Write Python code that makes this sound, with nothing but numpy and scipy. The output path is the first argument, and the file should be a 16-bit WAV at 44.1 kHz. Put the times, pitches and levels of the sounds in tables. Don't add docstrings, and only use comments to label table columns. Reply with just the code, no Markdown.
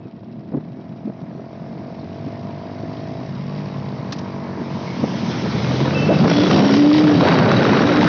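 import sys
import numpy as np
from scipy import signal
from scipy.fft import rfft, irfft, next_fast_len
from scipy.io import wavfile
from scipy.ndimage import uniform_filter1d, minimum_filter1d, map_coordinates

SR = 44100
rng = np.random.default_rng(int(sys.argv[2]) if len(sys.argv) > 2 else 0)


def generate_wav(sig):
    pcm = np.round(np.clip(np.atleast_2d(sig).T, -1, 1) * 32767).astype(np.int16)
    wavfile.write(sys.argv[1], SR, pcm)


def magnitude_from_level(level_db):
    exponent = np.asarray(level_db, float) / 20
    return 10 ** exponent


N = 356307

# time_s, crank_hz
ENGINE = [(0, 24.6), (1.4, 24.8), (1.85, 35.9), (2.3, 55.8), (2.65, 48.4), (3.6, 74.9), (5.1, 29.8),
          (5.31, 31.8), (5.65, 41.2), (6.17, 51.2), (6.52, 64.3), (6.7, 69), (6.88, 74.8), (7, 76.5),
          (7.11, 74.2), (7.3, 66.5), (7.44, 51.7), (8.08, 61)]
# time_s, load_share (0-1)
LOAD = [(0, 0), (4.6, 0), (5.1, .25), (5.65, .7), (6.05, .85), (6.27, 1), (7.15, 1), (7.19, .78),
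        (7.76, .8), (7.84, .93), (8.08, .98)]
IDLE_HZ = 24.6
# idle_db, rise_db_per_octave of speed, full_load_db
EXHAUST = (-58, 17, -8)
INTAKE = (-55, 5.5, 28)
DRONE = (-88.5, 18, 47)
CLATTER = (-60.5, 5.7, 18)
# crank_order, level_db
ORDERS_DB = [(.5, -8), (1, -7.5), (1.5, -3.5), (2, 7), (2.5, -5), (3, -16), (3.5, -11.5), (4, -14),
             (6, -32.5), (8, -29)]
# crank_order, level_db
FRAME_ORDERS = [(3, -3.5), (4, 0), (5, -2), (6, -6), (7, -6)]
# centre_hz, width_hz, level_db
FRAME = [(293, 34, 0)]
FRAME_OCTAVE = [(600, 160, -15)]
# centre_hz, width_hz, level_db
CASES = [(1860, 100, 1), (2500, 930, -1.5), (3520, 1200, -4.5), (3840, 16, 8.5), (4740, 970, -4),
         (5640, 160, -6.5)]
# start_s, end_s, level_db
SHAKES = [
    (4.85, 5.297, 4),
    (6.14, 6.22, 4.5),
    (6.278, 6.466, 3.5),
    (6.502, 6.622, 6),
    (6.677, 6.707, 4.5),
    (6.728, 6.8, 4),
    (6.825, 6.847, 6),
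    (6.917, 7.018, 5),
    (7.027, 7.139, -3.5),
    (7.15, 7.197, 3),
]
# start_s, end_s, centre_hz, width_hz, level_db
LOOSE = [(5.945, 6.008, 2647, 14, -28), (6.012, 6.062, 2647, 14, -29), (6.072, 6.15, 2650, 14, -34),
         (6.153, 6.168, 2640, 14, -28), (5.96, 6.14, 3050, 25, -42), (6.3, 6.5, 3390, 110, -33),
         (6.27, 6.4, 4240, 90, -39), (6.27, 6.82, 5555, 130, -40), (6.3, 7, 3057, 60, -42),
         (6.72, 6.85, 4800, 200, -40), (7.15, 7.8, 4474, 90, -40), (7.15, 8.1, 3870, 110, -36),
         (5.5, 5.95, 3870, 90, -45), (4.86, 4.97, 2200, 90, -42), (5.55, 5.9, 3400, 130, -45),
         (6.85, 7.03, 3750, 200, -39), (6.1, 6.75, 1450, 70, -39)]
LAUNCH_START_S, LAUNCH_END_S, LAUNCH_RISE_S = 5.3, 6.25, 0.2

# time_s, firing_hz, distance_m
PASSING = [(0, 38.73, 63), (.4, 40.7, 50), (.75, 41.88, 39), (1.2, 43.61, 30), (1.65, 45.37, 22),
           (2.2, 47.57, 18), (2.85, 50.1, 14.5), (3.1, 51.03, 14), (3.25, 50.31, 14), (3.36, 46.97, 13.5),
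           (3.45, 47.84, 13.5), (3.55, 50.32, 13), (3.8, 48.98, 12.5), (4.35, 47.49, 11),
           (4.8, 46.09, 10.5), (5.25, 44.65, 10), (5.6, 43, 11), (6.2, 41, 50)]
NEAREST_M = 10
# centre_hz, width_hz, level_db
PIPE_CRACK = [(484, 584, 0)]
PIPE_RING = [(672, 80, 0)]
# centre_hz, width_hz, level_db
PIPE_TIP = [(960, 90, 0)]
# centre_hz, width_hz, level_db
THUMP = [(144, 60, 0)]
# centre_hz, width_hz, level_db over the crack
SHOULDERS = [(310, 90, -3), (760, 120, -9)]
SHIFT_S, SHIFT_LENGTH_S, SHIFT_DIP_DB = 3.25, .28, -7

# time_s, level_db
WIND = [(0, -39.5), (.4, -36.5), (1.39, -39.5), (2.0, -36), (3.24, -36.5), (3.6, -41.5), (4.03, -34.5),
        (4.48, -34.5), (5.08, -26.5), (5.6, -26), (6.03, -22), (6.21, -20), (6.39, -20.5), (6.55, -17),
        (6.93, -18.5), (7.3, -14), (7.6, -14.5), (8.08, -16.5)]
# frequency_hz, level_db per Hz
BUFFET = [(15, -48.5), (30, -36.5), (55, -25), (105, -2), (160, 3.5), (230, 0.5), (320, -4), (500, -25),
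          (900, -28.5), (2000, -120)]
FLUTTER = [(210, -37.5), (350, 0), (619, -4), (744, -7.5), (970, -11), (1490, -15), (3230, -26),
           (4000, -26), (5200, -44), (8800, -120)]
RASP = [(290, -26), (500, -12), (1490, 4.5), (3240, -13), (3850, -34), (5000, -32), (6500, -57),
        (11000, -120)]
PASSING_TYRES = [(210, -39), (350, -7.5), (523, -9.5), (655, -6.5), (752, -18.5), (954, -4), (1340, -15),
                 (2180, -15.5), (2980, -25.5), (4630, -23.5), (5800, -25.5), (7000, -32), (9100, -73),
                 (15400, -120)]
OWN_TYRES = [(410, -22), (700, -8), (1730, -8), (2210, -6), (2540, -10), (4700, -9.5), (6210, -12),
             (7500, -28), (9750, -86), (16500, -120)]
ROLL_S = 4.41
HEAD_UP_S = 7.17

# start_s, end_s, first_hz, last_hz, level_db
BIRDS = [
    (0, 0.07, 2650, 2500, -59),
    (0.502, 0.623, 1910, 2010, -61),
    (0.74, 0.842, 2190, 2370, -60),
    (1.21, 1.332, 2400, 2370, -66),
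]
# time_s, peak_db, length_s
GUST = [(0.066, -28.5, 0.013), (0.524, -21.5, 0.0052), (0.546, -13, 0.006), (0.577, -17.5, .009),
        (0.789, -27, 0.017), (1.077, -17.5, 0.005), (1.099, -22.5, .006), (1.396, -27, 0.021),
        (1.802, -31, 0.15), (2.277, -23, .0033), (2.837, -19.5, 0.0049), (4.603, -21.5, 0.025),
        (5.042, -11.5, 0.004), (5.454, -22, 0.027), (5.871, -17, 0.015), (6.112, -1.5, .012),
        (6.252, -10, 0.025), (6.53, -13, 0.029), (6.599, -9.5, 0.046), (7.006, -5.5, 0.0062),
        (7.193, -16, 0.0063), (7.282, -2.5, .006), (7.32, -4.5, 0.0047)]
# time_s, peak_db, length_s, top_hz
WHOOP = [
    (0.558, -17, 0.0046, 343),
    (1.059, -22, 0.0087, 230),
    (2.275, -23.5, .012, 278),
    (5.036, -14, 0.0065, 266),
    (5.041, -17.5, .003, 620),
    (5.502, -22.5, .02, 206),
    (6.108, -11.5, 0.022, 666),
    (6.224, -7.5, .014, 221.3),
]
# time_s, peak_db, t60_s
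CLICKS = [
    (4.121, -13, 0.042),
    (4.157, -36.5, 0.069),
    (4.184, -23.5, 0.039),
]
# centre_hz, width_hz, level_db
LEVER = [(1050, 500, -2), (2400, 1300, -3), (5000, 2200, 0)]
# time_s, peak_db, pitch_hz
SNAPS = [(5.6456, -22.5, 1460), (5.8034, -17, 1003), (5.8554, -19, 920), (5.9074, -21.5, 1445),
         (6.2437, -20, 1000), (6.2791, -16.5, 1160), (6.3054, -22, 1370), (6.4604, -17.5, 1380),
         (6.5114, -11, 1186), (6.5817, -14, 917), (6.6067, -17.5, 958), (6.671, -14.5, 884),
         (6.6914, -13.5, 970), (6.7396, -15, 993), (6.8738, -15.5, 902), (6.9137, -13.5, 1150),
         (6.9481, -13, 938), (7.0156, -13.5, 1074), (7.0404, -14, 1290), (7.07, -17.5, 910),
         (7.1217, -18, 974), (7.2082, -11.5, 1027), (7.2731, -9.5, 1000), (7.2789, -6.5, 920),
         (7.2852, -6, 1165), (7.314, -11, 934), (7.3246, -13.5, 1230), (7.3414, -12, 897),
         (7.3535, -13, 1190), (7.3874, -11.5, 1180), (7.4105, -10.5, 1015), (7.4594, -15.5, 1030),
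         (7.5155, -5.5, 1267), (7.63, -12.5, 1510), (7.6519, -5.5, 1240), (7.6641, -10.5, 1600),
         (7.732, -9.5, 922), (7.7706, -15, 1010), (7.8755, -13.5, 982), (7.9207, -13, 1450),
         (7.9702, -10.5, 1244), (8.0102, -9, 1886), (8.0185, -10, 920), (8.0301, -6, 886),
         (8.0425, -13.5, 950)]
# frequency_hz, level_db
MICROPHONE = [(20, -51.5), (55, -10.5), (100, 1), (160, 2.5), (5600, -1.5), (6400, -10), (7000, -22),
              (7500, -21.5), (7790, -19.5), (8000, -61), (20000, -87)]


def unit(x):
    return x / np.sqrt(np.mean(x ** 2) + 1e-20)


def along(points, hz):
    f, v = np.transpose(points)
    return np.interp(np.log(hz + 1e-3), np.log(f), v)


def curves(rows):
    s, *cols = np.transpose(rows)
    return [np.interp(np.arange(N) / SR, s, c) for c in cols]


def wobble(rate):
    return map_coordinates(rng.standard_normal(N // 40), [np.arange(N) * rate / SR])


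def filtered(x, response):
    m = next_fast_len(len(x) + 8192)
    return irfft(rfft(x, m) * response(np.fft.rfftfreq(m, 1 / SR)), m)[:len(x)]


def modes(table):
    def response(f):
        total = 0
        for k, (centre, width, db) in enumerate(table):
            total = total + (-1) ** k * magnitude_from_level(db) * 1j * f * width / (centre ** 2 - f * f + 1j * f * width)
        return total
    return response


def rush(spectrum, patchy_db):
    z = signal.stft(rng.standard_normal(N), nperseg=512)[2]
    field = uniform_filter1d(rng.standard_normal(z.shape), size=6, axis=0)
    field = uniform_filter1d(field, size=8, axis=1)
    noise = signal.istft(z * magnitude_from_level(patchy_db * unit(field)), nperseg=512)[1][:N]
    return unit(filtered(noise, lambda hz: magnitude_from_level(along(spectrum, hz))))


def pulses(turns, scatter_db):
    at = np.flatnonzero(np.diff(np.floor(turns)))
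    spikes = np.zeros(N)
    spikes[at] = magnitude_from_level(scatter_db * rng.standard_normal(N // 100)[:len(at)])
    return spikes


def window(start, end, edge):
    t = np.arange(N) / SR
    return np.clip(np.minimum(t - start, end - t) / edge, 0, 1)


def loose_parts(shake):
    t, buzz = np.arange(N) / SR, 0
    for start, end, hz, width, db in LOOSE:
        drive = rng.standard_normal(N) + 3 / width * np.sin(2 * np.pi * hz * t)
        ringing = filtered(drive, modes([(hz, width, 0)])) * (width * shake + 25)
        ringing = unit(filtered(ringing, modes([(hz, 4 * width, 0)])))
        buzz = buzz + magnitude_from_level(db) * window(start, end, 0.006) * ringing
    return buzz


def own_engine():
    (crank_hz,), (load,) = curves(ENGINE), curves(LOAD)
    octaves = np.log2(crank_hz / IDLE_HZ)
    exhaust_db, intake_db, drone_db, clatter_db = (
        idle_db + rise_db * octaves + load_db * load
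        for idle_db, rise_db, load_db in (EXHAUST, INTAKE, DRONE, CLATTER))
    turns = np.cumsum(crank_hz) / SR

    def tone(order):
        return magnitude_from_level(1.5 * wobble(13)) * np.sin(2 * np.pi * order * turns + 0.3 * wobble(25) + order * order)

    overrun = uniform_filter1d(1. * (np.gradient(crank_hz) < 0), size=4000)
    exhaust = sum(magnitude_from_level(along(ORDERS_DB, k / 2) + 4.9 * overrun * (k % 2)) * tone(k / 2) for k in range(1, 17))
    intake = tone(3) + magnitude_from_level(-16) * tone(6)
    drone = sum(magnitude_from_level(db) * tone(k) for k, db in FRAME_ORDERS)
    drone = filtered(filtered(drone, modes(FRAME)), modes(FRAME))
    drone = drone + filtered(drone ** 2, modes(FRAME_OCTAVE))

    blows = pulses(turns, scatter_db=-0.5) + 1.2 * pulses(turns / 2, scatter_db=1.5)
    blows = blows + 1.3 * pulses(turns + 0.28, scatter_db=3.5)
    shake = signal.fftconvolve(blows, magnitude_from_level(-60 * np.arange(2000) / SR / .032))[:N]
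    clatter = unit(filtered((.2 + shake) * rng.standard_normal(N), modes(CASES)))
    clatter_db = clatter_db + sum(db * window(a, b, 0.011) for a, b, db in SHAKES) + 0.61 * wobble(11)

    launch = window(LAUNCH_START_S, LAUNCH_END_S, LAUNCH_RISE_S)
    airbox_db = -11 * np.clip((crank_hz - 72) / 4, 0, 1)
    intake_db = intake_db + 5.5 * launch - 20 * overrun + airbox_db
    tonal = magnitude_from_level(exhaust_db - 5.5 + 19 * launch) * exhaust + magnitude_from_level(intake_db) * intake + magnitude_from_level(drone_db + 6.5) * drone
    moan = magnitude_from_level(-18) * window(7.27, 7.5, 0.034) * tone(4.4)
    return tonal + moan + magnitude_from_level(clatter_db) * clatter + loose_parts(shake)


def spreading_db():
    return -20 * np.log10(curves(PASSING)[1] / NEAREST_M)


def passing_engine():
    firing_hz, t = curves(PASSING)[0], np.arange(N) / SR
    coasting = window(SHIFT_S, 9, .05)
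    lag_s = .0052 - .0001 * t
    dip_db = SHIFT_DIP_DB * window(SHIFT_S, SHIFT_S + SHIFT_LENGTH_S, SHIFT_LENGTH_S / 2)
    crack_db = -38 + spreading_db() + dip_db + 0.5 * coasting
    ring_db = -38.5 + spreading_db() + dip_db - 13 * coasting
    boom_db = -36.5 + .65 * spreading_db() + 4.5 * coasting

    turns = np.cumsum(firing_hz) / SR - .198 + .004 * wobble(20)
    direct = pulses(turns, scatter_db=0.5)
    rebound = filtered(pulses(turns - lag_s * firing_hz, scatter_db=1.5), lambda f: 1 / (1 + (f / 400) ** 2))
    spikes = direct + 0.94 * rebound
    hiss = signal.fftconvolve(abs(direct), magnitude_from_level(-60 * np.arange(1500) / SR / .02))[:N] * rng.standard_normal(N)

    def pipe_mode(x, table):
        return unit(filtered(x, lambda f: modes(table)(f) ** 2))

    crack = unit(spikes) + .15 * unit(hiss)
    crack = unit(filtered(crack, lambda f: (modes(PIPE_CRACK)(f) / (1 + 1j * f / 1000)) ** 2))
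    crack = crack + sum(magnitude_from_level(db) * pipe_mode(direct, [(hz, width, 0)]) for hz, width, db in SHOULDERS)
    ring = unit(filtered(-direct, lambda f: modes(PIPE_RING)(f) * modes([(672, 170, 0)])(f) ** 2))
    tip = window(3.3, 9, 1.3) * unit(filtered(filtered(direct, modes(PIPE_TIP)), modes(PIPE_TIP)))
    pulling, rolling = pipe_mode(spikes, [(255, 100, 0)]), pipe_mode(spikes, [(205, 100, 0)])
    boom = (1 - coasting) * pulling + coasting * rolling + magnitude_from_level(-3) * pipe_mode(direct, THUMP)
    bike = magnitude_from_level(crack_db) * crack + magnitude_from_level(ring_db) * ring + magnitude_from_level(crack_db - 5) * tip + magnitude_from_level(boom_db) * boom
    return bike * window(-1, 6.356, .2)


def air():
    t = np.arange(N) / SR
    buffet_db, = curves(WIND)
    wind_trend_db = uniform_filter1d(buffet_db, size=round(.5 * SR))
    flutter_db = -42 + 1.14 * (wind_trend_db + 33.5)
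    rolling = magnitude_from_level(-35 + 1.5 * (t - ROLL_S)) * window(ROLL_S, 9, 0.94)
    tyres = magnitude_from_level(-38.5 + 1.44 * spreading_db()) * rush(PASSING_TYRES, patchy_db=2.0)
    tyres = tyres + rolling * rush(OWN_TYRES, patchy_db=2.0)
    eddies = wobble(35)
    buffet = unit(magnitude_from_level(2.0 * eddies + 0.79 * wobble(15)) * rush(BUFFET, patchy_db=1.0))
    flutter = unit(magnitude_from_level(.7 * eddies + 3 * wobble(150)) * rush(FLUTTER, patchy_db=1.2))
    flutter = flutter * (0.66 + window(5.21, 19, 0.5))
    rasp = unit(magnitude_from_level(4.2 * wobble(170) + .7 * wobble(30)) * rush(RASP, patchy_db=.8))
    rasp = magnitude_from_level(-24.5) * window(HEAD_UP_S, 9, 0.12) * rasp
    return rasp + magnitude_from_level(buffet_db) * buffet + magnitude_from_level(flutter_db) * flutter + tyres


def birds():
    t, calls = np.arange(N) / SR, 0
    for start, end, hz, last_hz, db in BIRDS:
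        since = t - start
        cycles = hz * since + (last_hz - hz) * since ** 2 / (end - start) / 2
        calls = calls + magnitude_from_level(db + 2.2 * wobble(40)) * window(start, end, 0.017) * np.sin(2 * np.pi * cycles)
    return calls


def puffs():
    out = np.zeros(N + SR)
    t = np.arange(-8000, 8000) / SR
    for s, db, length in GUST:
        top_hz = 300 * 2 ** (.55 * max(s - ROLL_S, 0)) if s < HEAD_UP_S else 1700
        dull = filtered(rng.standard_normal(len(t)),
                        lambda f: f ** 2 / (f ** 2 + 130 ** 2) / (1 + (f / top_hz) ** 3))
        swell = dull * np.exp(-(t / length) ** 2 / 2)
        out[round(s * SR):][:len(t)] += magnitude_from_level(db) * swell / abs(swell).max()
    return out[8000:N + 8000]


def whoops():
    t, out, low_hz = np.arange(N) / SR, 0, 150.3
    for s, db, length, top_hz in WHOOP:
        swell = np.exp(-((t - s) / length) ** 2 / 2)
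        pitch_hz = low_hz + (top_hz - low_hz) * np.where(t < s, swell ** 2, 1)
        envelope = np.exp(-((t - s) / length / np.where(t < s, 1.4, .6)) ** 2 / 2)
        rough = magnitude_from_level(db + 2 * wobble(140))
        out = out + rough * envelope * np.sin(2 * np.pi * np.cumsum(pitch_hz) / SR)
    return out


def gear_lever():
    t = np.arange(N) / SR
    bursts = sum(magnitude_from_level(db - 60 * abs(t - s) / t60) * window(s, 9, 0.0085) for s, db, t60 in CLICKS)
    return bursts * unit(filtered(rng.standard_normal(N), modes(LEVER)))


def snaps():
    out, t = np.zeros(N + SR), np.arange(-300, 300) / SR
    for s, db, hz in SNAPS:
        phase = rng.uniform(0, 2 * np.pi)
        torn = filtered(rng.standard_normal(len(t)), modes([(1.6 * hz, hz, 0)]))
        wiggle = np.sin(2 * np.pi * hz * t + phase) + 0.49 * unit(torn)
        wiggle = wiggle * np.exp(-(t * hz / 1.2) ** 2 / 2)
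        out[round((s + .0015) * SR):][:len(t)] += magnitude_from_level(db + 4.5) * wiggle / abs(wiggle).max()
    return out[300:N + 300]


def scene():
    engines = own_engine() + passing_engine()
    return (engines + air() + birds() + puffs() + whoops() + gear_lever() + snaps())[None]


def band_limit(x):
    return signal.sosfilt(signal.butter(12, 7800, fs=SR, output="sos"), x)


def record(dry):
    x = filtered(dry[0], lambda hz: magnitude_from_level(along(MICROPHONE, hz)))
    needed = np.minimum(1, .57 / (abs(x) + 1e-9))
    gain = uniform_filter1d(minimum_filter1d(needed, size=401), size=400)
    return band_limit((x * gain)[None])


dry = scene()
out = record(dry)
generate_wav(out)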